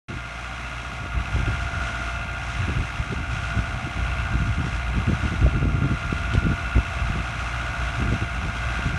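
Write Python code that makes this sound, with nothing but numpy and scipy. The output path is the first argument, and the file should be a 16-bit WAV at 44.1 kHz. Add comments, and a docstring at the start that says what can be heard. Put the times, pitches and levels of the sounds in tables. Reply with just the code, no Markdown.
"""Tractor planting in a windy field

A four-cylinder diesel tractor creeps closer over open ground, pulling a seed planter. Its firings
throb and clatter, its gears whine, the planter's belt-driven fan hums, soil hisses under the tools
and one stone clinks. Gusts buffet the single microphone with rumble, flutter, slaps and pops."""
import sys
import numpy as np
from scipy import signal
from scipy.fft import rfft, irfft, next_fast_len
from scipy.io import wavfile
from scipy.ndimage import uniform_filter1d, map_coordinates

SR = 44100
rng = np.random.default_rng(int(sys.argv[2]) if len(sys.argv) > 2 else 0)


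def int16_out(signal):
    """Quantize to a 16-bit WAV file."""
    q = np.round(np.clip(np.atleast_2d(signal).T, -1, 1) * 32767)
    wavfile.write(sys.argv[1], SR, q.astype(np.int16))


N = 396018
TIME = np.arange(N) / SR


def amp(db):
    """Decibels to gain."""
    return 10 ** (np.asarray(db) / 20)


def unit(x):
    """Scale to rms 1."""
    return x / np.sqrt(np.mean(x ** 2) + 1e-20)


def curves(rows):
    """One value per sample for each column after the time."""
    times, *columns = np.transpose(rows)
    return [np.interp(TIME, times, column) for column in columns]


def wobble(rate):
    """A smooth random curve, rate knots a second."""
    return map_coordinates(rng.standard_normal(int(N * rate / SR) + 4), [TIME * rate])


def filtered(x, response):
    """x through a response given as a function of frequency."""
    size = next_fast_len(len(x) + 8192)
    return irfft(rfft(x, size) * response(np.fft.rfftfreq(size, 1 / SR)), size)[:len(x)]


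def coloured(x, points):
    """x through a (Hz, dB) spectrum read on a log axis, at rms 1."""
    f, db = np.transpose(points)
    return unit(filtered(x, lambda hz: amp(np.interp(np.log(hz + 1), np.log(f), db))))


def tone(turns):
    """A sine of rms 1 at a phase counted in turns."""
    return np.sqrt(2) * np.sin(2 * np.pi * turns)


def knocks(firings, decay, rest, uneven):
    """Envelope that jumps at each firing and decays; the second half of the cycle hits harder."""
    since = firings % 1
    return (rest + np.exp(-since / decay)) * (1 - uneven * np.sin(np.pi * firings / 2))


def cycle_pattern(firings, size=3000):
    """A random rattle that returns alike every four firings, as the same parts meet again."""
    pattern = irfft(np.exp(2j * np.pi * rng.random(size // 2 + 1)), size)
    return unit(map_coordinates(pattern, [firings / 4 % 1 * size], mode="grid-wrap"))


# The exhaust from across the field. 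Each row: multiple of the firing rate, typical level in dB.
EXHAUST_ORDERS = [(1, -35.5), (2, -41), (3, -77), (4, -66), (5, -59.5)]
def exhaust(firings, carry_db):
    """The firings throb in low harmonics, swelling a little as the tractor nears."""
    note = sum(amp(db + 0.43 * wobble(6)) * tone(order * firings) for order, db in EXHAUST_ORDERS)
    return note * amp(1.65 * carry_db)


# Resonances of the engine's covers. Each row: pitch in Hz, width in Hz, gain in dB.
COVER_MODES = [(2000, 20, -5), (2061, 16, 8), (2658, 10, 11), (2760, 17, 5.5)]
def covers(hz):
    """Response of sheet metal that rings at its own pitches whatever the engine speed."""
    return sum(amp(db) * 1j * hz * width / (f * f - hz * hz + 1j * hz * width)
               for f, width, db in COVER_MODES)


# The ring of block and panels. Each row: frequency in Hz, relative level in dB.
BLOCK_SPECTRUM = [(300, -15.5), (1020, -5), (1160, 5), (1300, -2), (1420, 0.5), (1560, -3), (1660, -0.5),
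                  (1900, -14.5), (2070, -2), (2350, -4.5), (2680, -4.5), (3050, -13.5), (3300, -9),
                  (3450, -17), (4000, -12.5), (4700, -33.5)]
def clatter(firings):
    """Diesel knock in the block, part alike every cycle and part new; it also shakes the covers."""
    repeating = cycle_pattern(firings + 0.0016 * wobble(12))
    repeating *= knocks(firings, decay=0.15, rest=1.0, uneven=0.065)
    fresh = rng.standard_normal(N) * knocks(firings, decay=0.44, rest=1.7, uneven=0.037)
    block = unit(coloured(repeating, BLOCK_SPECTRUM) + 0.96 * coloured(fresh, BLOCK_SPECTRUM))
    shaking = rng.standard_normal(N) * knocks(firings, decay=0.33, rest=0.53, uneven=0.48)
    return amp(-1.87) * block + amp(-11) * unit(filtered(shaking, covers))


# Struck engine parts. Each row: place in the cycle in firings (0-4), pitch in Hz,
# relative level in dB, swell time in seconds.
STRUCK_PARTS = [(0.0, 2320, 1, 0.0012), (0.33, 2496, 0.5, 0.0012), (1.349, 2086, 2, 0.0013),
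                (2.001, 2057, 0.5, 0.0017), (2.11, 2682, 4, 0.0015), (2.16, 2860, -4, 0.001),
                (2.297, 1180, -8, 0.0011), (2.68, 1325, -2, 0.0038), (2.95, 1785, -1.5, 0.0014),
                (3.13, 2670, 0.5, 0.0013), (3.152, 3710, -7, 0.0016), (3.33, 3287, -6.5, 0.0025),
                (3.662, 1236, 2, 0.0018)]
def ringing_parts(firings, speed):
    """Valves, injectors and pistons set their own part ringing at the same place in every cycle."""
    out = np.zeros(N)
    for place, hz, db, swell_s in STRUCK_PARTS:
        cycle, since = np.divmod(firings - place + 4, 4)
        age = since / speed
        force_db = rng.standard_normal(200)[cycle.astype(int)]
        envelope = age / swell_s * np.exp(1 - age / swell_s)
        out += amp(db + force_db) * envelope * tone(hz * age + 0.048 * wobble(30))
    return out


# The three main gear tones, as multiples of the firing rate.
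MAIN_GEAR_ORDERS = [24, 25, 27]
# How they reach the microphone, shifting with load and moving air.
# Each row: time in seconds, then the relative level of each tone in dB.
MAIN_GEAR_LEVELS = [(0.2, -43, -54, -48), (1.05, -41, -65, -60), (1.45, -38.5, -43, -43),
                    (1.82, -35.5, -36, -46), (2.3, -38, -45, -45), (3.0, -42, -50, -49),
                    (3.25, -41.5, -42, -45), (3.5, -38, -36.5, -45), (3.9, -41.5, -47, -49),
                    (4.25, -37.5, -38, -41.5), (4.9, -41.5, -49, -51), (5.28, -39.5, -38.5, -45),
                    (5.68, -38.5, -48, -58.5), (5.95, -37.5, -43, -51), (6.4, -36, -36, -48),
                    (7.15, -40, -45, -46), (7.75, -38, -38.5, -42.5), (8.1, -40.5, -39.5, -40.5),
                    (8.4, -40, -43.0, -46), (8.78, -38, -39, -39)]
# Weaker gear tones: multiples of the firing rate, then their typical levels in dB.
WEAK_GEAR_ORDERS = [13, 16, 18.75, 19, 20, 21, 21.25, 21.75, 22, 23, 24.5, 28]
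WEAK_GEAR_DB = [-56, -60, -60.5, -59, -59.5, -54, -55, -51.5, -65.5, -51.5, -56.5, -52]
def gears(firings, carry_db):
    """Gear tones locked to the crank beat together and throb once per four-stroke cycle."""
    throb = 1 + 0.2 * tone((firings - 2.1) / 4)
    mesh = firings - 0.65
    main, weak = np.zeros((2, N))
    for order, db in zip(MAIN_GEAR_ORDERS, curves(MAIN_GEAR_LEVELS)):
        gain = amp(db - 1.33 + wobble(14))
        main += gain * tone(order * mesh + 0.026 * wobble(2.33) + 0.019 * wobble(24))
    for order, db in zip(WEAK_GEAR_ORDERS, WEAK_GEAR_DB):
        gain = amp(db + 2.7 * np.tanh(wobble(2.18)))
        weak += gain * tone(order * mesh + rng.random() + 0.17 * wobble(1.53))
    return throb * (main + amp(carry_db) * weak)


# High engine tones off the covers: multiples of the firing rate, then their relative levels in dB.
COVER_TONE_ORDERS = [34.25, 35.25, 36.25, 38, 39.5, 41.5, 42, 42.5, 43, 45.25, 45.75, 47.25]
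COVER_TONE_DB = [-60.5, -63.5, -52.5, -53.5, -58.5, -59.5, -53, -64, -56.5, -61, -58, -62.5]
def cover_tones(firings, speed, carry_db):
    """High orders glide with the engine; each swells if it meets a resonance of the covers."""
    speeds = np.linspace(speed.min(), speed.max(), 64)
    out = np.zeros(N)
    for order, db in zip(COVER_TONE_ORDERS, COVER_TONE_DB):
        lift = np.interp(speed, speeds, np.abs(1 + 0.53 * covers(order * speeds)))
        out += amp(db + 2.1 * wobble(3.46)) * lift * tone(order * firings + rng.random())
    return amp(carry_db) * out


# The fan's blade tone, heard through moving air. Each row: time in seconds, level in dB.
BLADE_LEVELS = [(0.1, -49.5), (0.55, -51), (1.25, -48), (1.55, -46), (1.88, -42), (2.55, -47), (3.28, -48),
                (3.5, -44.5), (3.72, -44.5), (4.0, -46.5), (4.5, -46), (5.2, -47.5), (5.6, -48), (6.3, -44),
                (7.1, -45), (7.75, -45), (8.0, -43), (8.35, -47), (8.9, -43.5)]
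# Air ringing in the fan housing. Each row: frequency in Hz, relative level in dB.
HOUSING_SPECTRUM = [(200, -2.5), (480, -9), (580, -1), (640, 5), (700, 1), (765, 8), (830, -0.5), (900, 3),
                    (1000, -11), (1400, -33)]
def fan(speed, carry_db, lag_s=0.099, blades_per_firing=11.765):
    """The planter's fan hums and rushes; its belt passes on the engine's sags, delayed by inertia."""
    blade_hz = blades_per_firing * np.interp(TIME - lag_s, TIME, speed)
    blade_db, = curves(BLADE_LEVELS)
    gain = amp(blade_db + wobble(9))
    hum = gain * tone(np.cumsum(blade_hz) / SR + 0.035 * wobble(24) + 0.053 * wobble(4.02))
    air = amp(-44 + 1.1 * carry_db) * coloured(rng.standard_normal(N), HOUSING_SPECTRUM)
    return hum + air


# Fan air and soil on the planter's tools. Each row: frequency in Hz, relative level in dB.
HISS_SPECTRUM = [(300, -6.5), (1200, 13.5), (3400, 7), (4600, -2), (5300, 0.5), (6100, 1.5), (7400, -6),
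                 (9400, -9), (10600, -20.5), (11800, -67)]
def hiss(firings):
    """Air and soil noise, sharpened by the injectors' ticking just after each firing."""
    ticking = knocks(firings - 0.04, decay=0.34, rest=1.6, uneven=0.015)
    return coloured(rng.standard_normal(N) * ticking * amp(0.76 * wobble(30)), HISS_SPECTRUM)


# The engine hunting under its governor. Each row: time in seconds, firings per second.
ENGINE_SPEED = [(0.1, 58.67), (0.34, 58.8), (0.58, 59.29), (1.06, 59.01), (1.18, 59.12), (1.54, 58.53),
                (1.78, 58.31), (2.62, 59.14), (3.1, 58.84), (3.46, 58.29), (3.82, 59.06), (4.06, 58.85),
                (4.3, 58.52), (4.54, 58.8), (4.9, 59.01), (5.26, 58.5), (5.62, 58.14), (5.98, 58.32),
                (6.22, 58.22), (6.58, 58.47), (6.7, 58.46), (6.94, 58.88), (7.18, 59.11), (7.3, 59.09),
                (7.78, 58.58), (7.9, 58.64), (8.14, 58.53), (8.26, 58.74), (8.5, 58.89), (8.98, 58.36)]
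# How well the machine carries over the field to the microphone.
# Each row: time in seconds, relative levels of clatter and of hiss in dB.
FIELD_CARRY = [(0.1, -43, -54), (0.64, -39.5, -51), (1.08, -42, -53.5), (1.18, -37, -54.5),
               (1.31, -38.5, -49.5), (2.05, -38.5, -47), (2.29, -38.5, -53.5), (2.51, -40.5, -47.5),
               (2.61, -37.5, -49), (3.28, -41, -52), (3.33, -39.5, -48.5), (3.99, -38.5, -50.5),
               (4.07, -36.5, -50), (4.59, -40.5, -51), (4.76, -40.5, -46.5), (4.83, -38, -53),
               (5.28, -38.5, -48.5), (5.62, -41, -55), (5.95, -40, -52), (6.38, -38, -49.5),
               (6.43, -39.5, -51.5), (7.57, -37, -48.5), (8.5, -39, -50), (8.75, -35, -46.5),
               (8.95, -40, -50)]
def tractor():
    """Tractor and planter at a distance: all turns with the engine and wavers in the moving air."""
    speed, = curves(ENGINE_SPEED)
    firings = np.cumsum(speed) / SR
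    clatter_db, hiss_db = curves(FIELD_CARRY)
    carry_db = uniform_filter1d(clatter_db - np.mean(clatter_db), size=SR // 2)
    shimmer = wobble(7)
    metal = amp(1.9) * clatter(firings) + amp(-2.5) * ringing_parts(firings, speed)
    metal *= amp(clatter_db + 0.5 * shimmer)
    air = amp(hiss_db + 9.5 + 0.39 * shimmer) * hiss(firings)
    whine = gears(firings, carry_db) + cover_tones(firings, speed, carry_db)
    return metal + exhaust(firings, carry_db) + whine + fan(speed, carry_db) + air


# The breeze at the microphone between gusts. Each row: time in seconds, rumble level in dB.
BREEZE_LEVELS = [(0.1, -51), (0.9, -39.5), (1.4, -29.5), (2.0, -37), (2.45, -37), (3.7, -31), (4.6, -30),
                 (5.9, -27.5), (7.0, -34.5), (7.4, -38.5), (7.85, -33.5), (8.1, -37), (8.95, -29)]
# Gusts on the microphone. Each row: start and length in seconds, rumble and flutter levels in dB.
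MIC_GUSTS = [(0.102, 0.072, -36, -37.5), (1.158, 0.02, -24.5, -33.5), (1.342, 0.092, -24.5, -40),
             (1.475, 0.015, -28, -32), (1.52, 0.053, -37, -40), (1.734, 0.042, -26, -41),
             (2.59, 0.059, -24.5, -40), (2.675, 0.043, -29, -28), (2.77, 0.046, -21, -29.5),
             (2.994, .012, -23, -40), (3.115, 0.019, -40, -30), (3.166, 0.071, -35, -37),
             (3.405, .018, -34, -30), (3.569, 0.03, -24.5, -29), (3.852, 0.031, -34, -31.5),
             (4.339, 0.032, -25, -30.5), (4.397, .03, -23, -28), (4.465, 0.028, -25, -34),
             (4.58, 0.033, -25, -29), (4.65, 0.017, -41, -26.5), (4.96, 0.036, -24, -25.5),
             (5.078, 0.057, -26, -25), (5.238, .025, -26, -24), (5.317, 0.022, -33, -30),
             (5.423, 0.053, -19, -25.5), (5.55, 0.027, -22, -23.5), (5.616, 0.033, -22, -25),
             (5.672, 0.024, -25, -24), (5.747, 0.033, -27, -24), (5.82, 0.05, -28, -23.5),
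             (5.904, 0.022, -22.5, -25.5), (6.172, 0.065, -32, -34.5), (6.345, 0.032, -18.5, -31),
             (6.43, 0.097, -22, -26), (6.764, 0.025, -16, -27), (7.017, 0.033, -26, -43),
             (7.094, .02, -22, -37), (7.144, 0.07, -28, -35), (7.99, 0.17, -27.5, -28.5),
             (8.216, 0.015, -35, -29), (8.377, 0.016, -27.5, -36), (8.427, 0.069, -30, -35.5),
             (8.86, 0.024, -25, -26), (8.929, 0.018, -26, -37)]
def gusts(attack_s=0.011, release_s=0.014):
    """Gains of rumble and flutter: each gust rises, holds and dies away over a restless breeze."""
    breeze_db = curves(BREEZE_LEVELS)[0] + 2.7 * wobble(17)
    rumble_power = amp(breeze_db) ** 2
    flutter_power = amp(-41.5 + 0.27 * (breeze_db - np.mean(breeze_db))) ** 2
    for start, length, rumble_db, flutter_db in MIC_GUSTS:
        before, after = np.maximum(start - TIME, 0), np.maximum(TIME - start - length, 0)
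        shape = np.exp(-before / attack_s - after / release_s)
        rumble_power += (amp(rumble_db) * shape) ** 2
        flutter_power += (amp(flutter_db) * shape) ** 2
    return np.sqrt(rumble_power), np.sqrt(flutter_power)


def turbulence(spectrum, power_floor):
    """Low noise whose own swells are evened out, so that the gusts set its strength."""
    noise = coloured(rng.standard_normal(N), spectrum)
    power = np.abs(uniform_filter1d(noise ** 2, size=SR // 25))
    return unit(noise / np.sqrt(power + power_floor))


# Two colours of wind right on the microphone. Each row: frequency in Hz, relative level in dB.
RUMBLE_SPECTRUM = [(10, -50), (25, -40), (38, -10), (55, 4), (90, 0), (125, -5), (170, -15), (300, -39),
                   (800, -96)]
FLUTTER_SPECTRUM = [(50, -47), (100, 0.5), (145, 3), (200, -3), (300, -6.5), (420, -18), (600, -30.5),
                    (1000, -39), (3000, -81)]
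def wind():
    """Gusts rumble on the microphone, break into lumpy flutter and shed eddies."""
    rumble_gain, flutter_gain = gusts()
    lumps = amp(4.5 * np.tanh(wobble(80)))
    rumble = rumble_gain * turbulence(RUMBLE_SPECTRUM, power_floor=0.32)
    flutter = flutter_gain * unit(turbulence(FLUTTER_SPECTRUM, power_floor=0.097) * lumps)
    return rumble + flutter + eddies(flutter_gain) + port_pops()


# The hardest slaps on the microphone.
# Each row: time in seconds, peak in dB before the low cut, half-width in seconds.
HARD_EDDIES = [(1.061, -27.5, 0.00085), (1.363, -21.5, 0.00086), (1.483, -18, 0.0022), (2.786, -22, .0025),
               (3.132, -27, 0.0016), (3.591, -15, 0.0026), (3.873, -26, 0.0011), (3.975, -21, 0.002),
               (4.355, -15.5, 0.0022), (4.668, -18, 0.0014), (4.972, -19, 0.0017), (5.098, -12.5, 0.0017),
               (5.119, -18.5, 0.001), (5.253, -18.5, 0.0017), (5.447, -10, 0.0038), (5.465, -15, 0.0012),
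               (5.565, -16, 0.0017), (5.629, -18, 0.001), (6.128, -12, 0.0015), (6.352, -15, 0.00098),
               (6.378, -9.5, 0.0031), (6.469, -11.5, 0.0015), (6.517, -13.5, 0.0019), (6.781, -17, 0.00085),
               (7.101, -17, 0.0021), (8.022, -18, 0.0019), (8.126, -19.5, 0.0013), (8.153, -19, 0.0024),
               (8.793, -21.5, 0.0013)]
def eddies(flutter_gain, per_second=20, half_width_s=0.0013, low_cut_hz=48):
    """Each passing eddy sucks at the microphone, then slaps back; the low cut adds a rebound."""
    slaps = [(s, amp(db), width) for s, db, width in HARD_EDDIES]
    # Lesser eddies come at random, up to 8 dB over the flutter.
    for when, weakness, breadth in rng.random((int(per_second * N / SR), 3)):
        gain = flutter_gain[int(when * N)] * amp(8 - 8.6 * weakness)
        slaps.append((when * N / SR, gain, half_width_s * 2 ** (breadth - 0.5)))
    out = np.zeros(N)
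    for s, gain, width in slaps:
        near = slice(max(int(s * SR) - SR // 20, 0), int(s * SR) + SR // 20)
        u = (TIME[near] - s) / width
        out[near] += gain * 16 / np.sqrt(27) * u / (1 + u * u) ** 2  # peaks at gain
    return signal.sosfilt(signal.butter(2, low_cut_hz, "highpass", fs=SR, output="sos"), out)


# Pops at the microphone. Each row: time in seconds, pitch in Hz, level in dB, half-length in seconds.
PORT_POPS = [(3.129, 394, -36, 0.0076), (5.465, 640, -24.5, 0.0036)]
def port_pops():
    """A hard eddy rings the microphone's port for a few cycles."""
    return sum(amp(db) * np.exp(-((TIME - s) / half) ** 2) * tone(hz * (TIME - s))
               for s, hz, db, half in PORT_POPS)


# A stone out at the planter's tools. Each row: start in seconds, level in dB.
STONE_STRIKES = [(6.337, -31)]
def stone(decay_s=0.0086):
    """A stone meets steel: a short, bright scrape."""
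    envelope = sum(amp(db) * (TIME > s) * np.exp(-np.abs(TIME - s) / decay_s) for s, db in STONE_STRIKES)
    steel_spectrum = [(1000, -6), (3200, 15), (6000, -3), (9000, -5), (12000, -25)]
    return envelope * coloured(rng.standard_normal(N), steel_spectrum)


def scene():
    """Open ground gives no echo: just the machine out in the field and the wind on one microphone."""
    return (tractor() + stone() + wind())[None]


def record(dry, opens_s=0.083, top_hz=11750):
    """The microphone opens after a moment and keeps nothing above its band limit."""
    opened = np.clip((TIME - opens_s) / 0.003, 0, 1)
    return np.array([filtered(x * opened, lambda hz: hz < top_hz) for x in dry])


dry = scene()
out = record(dry)
int16_out(out)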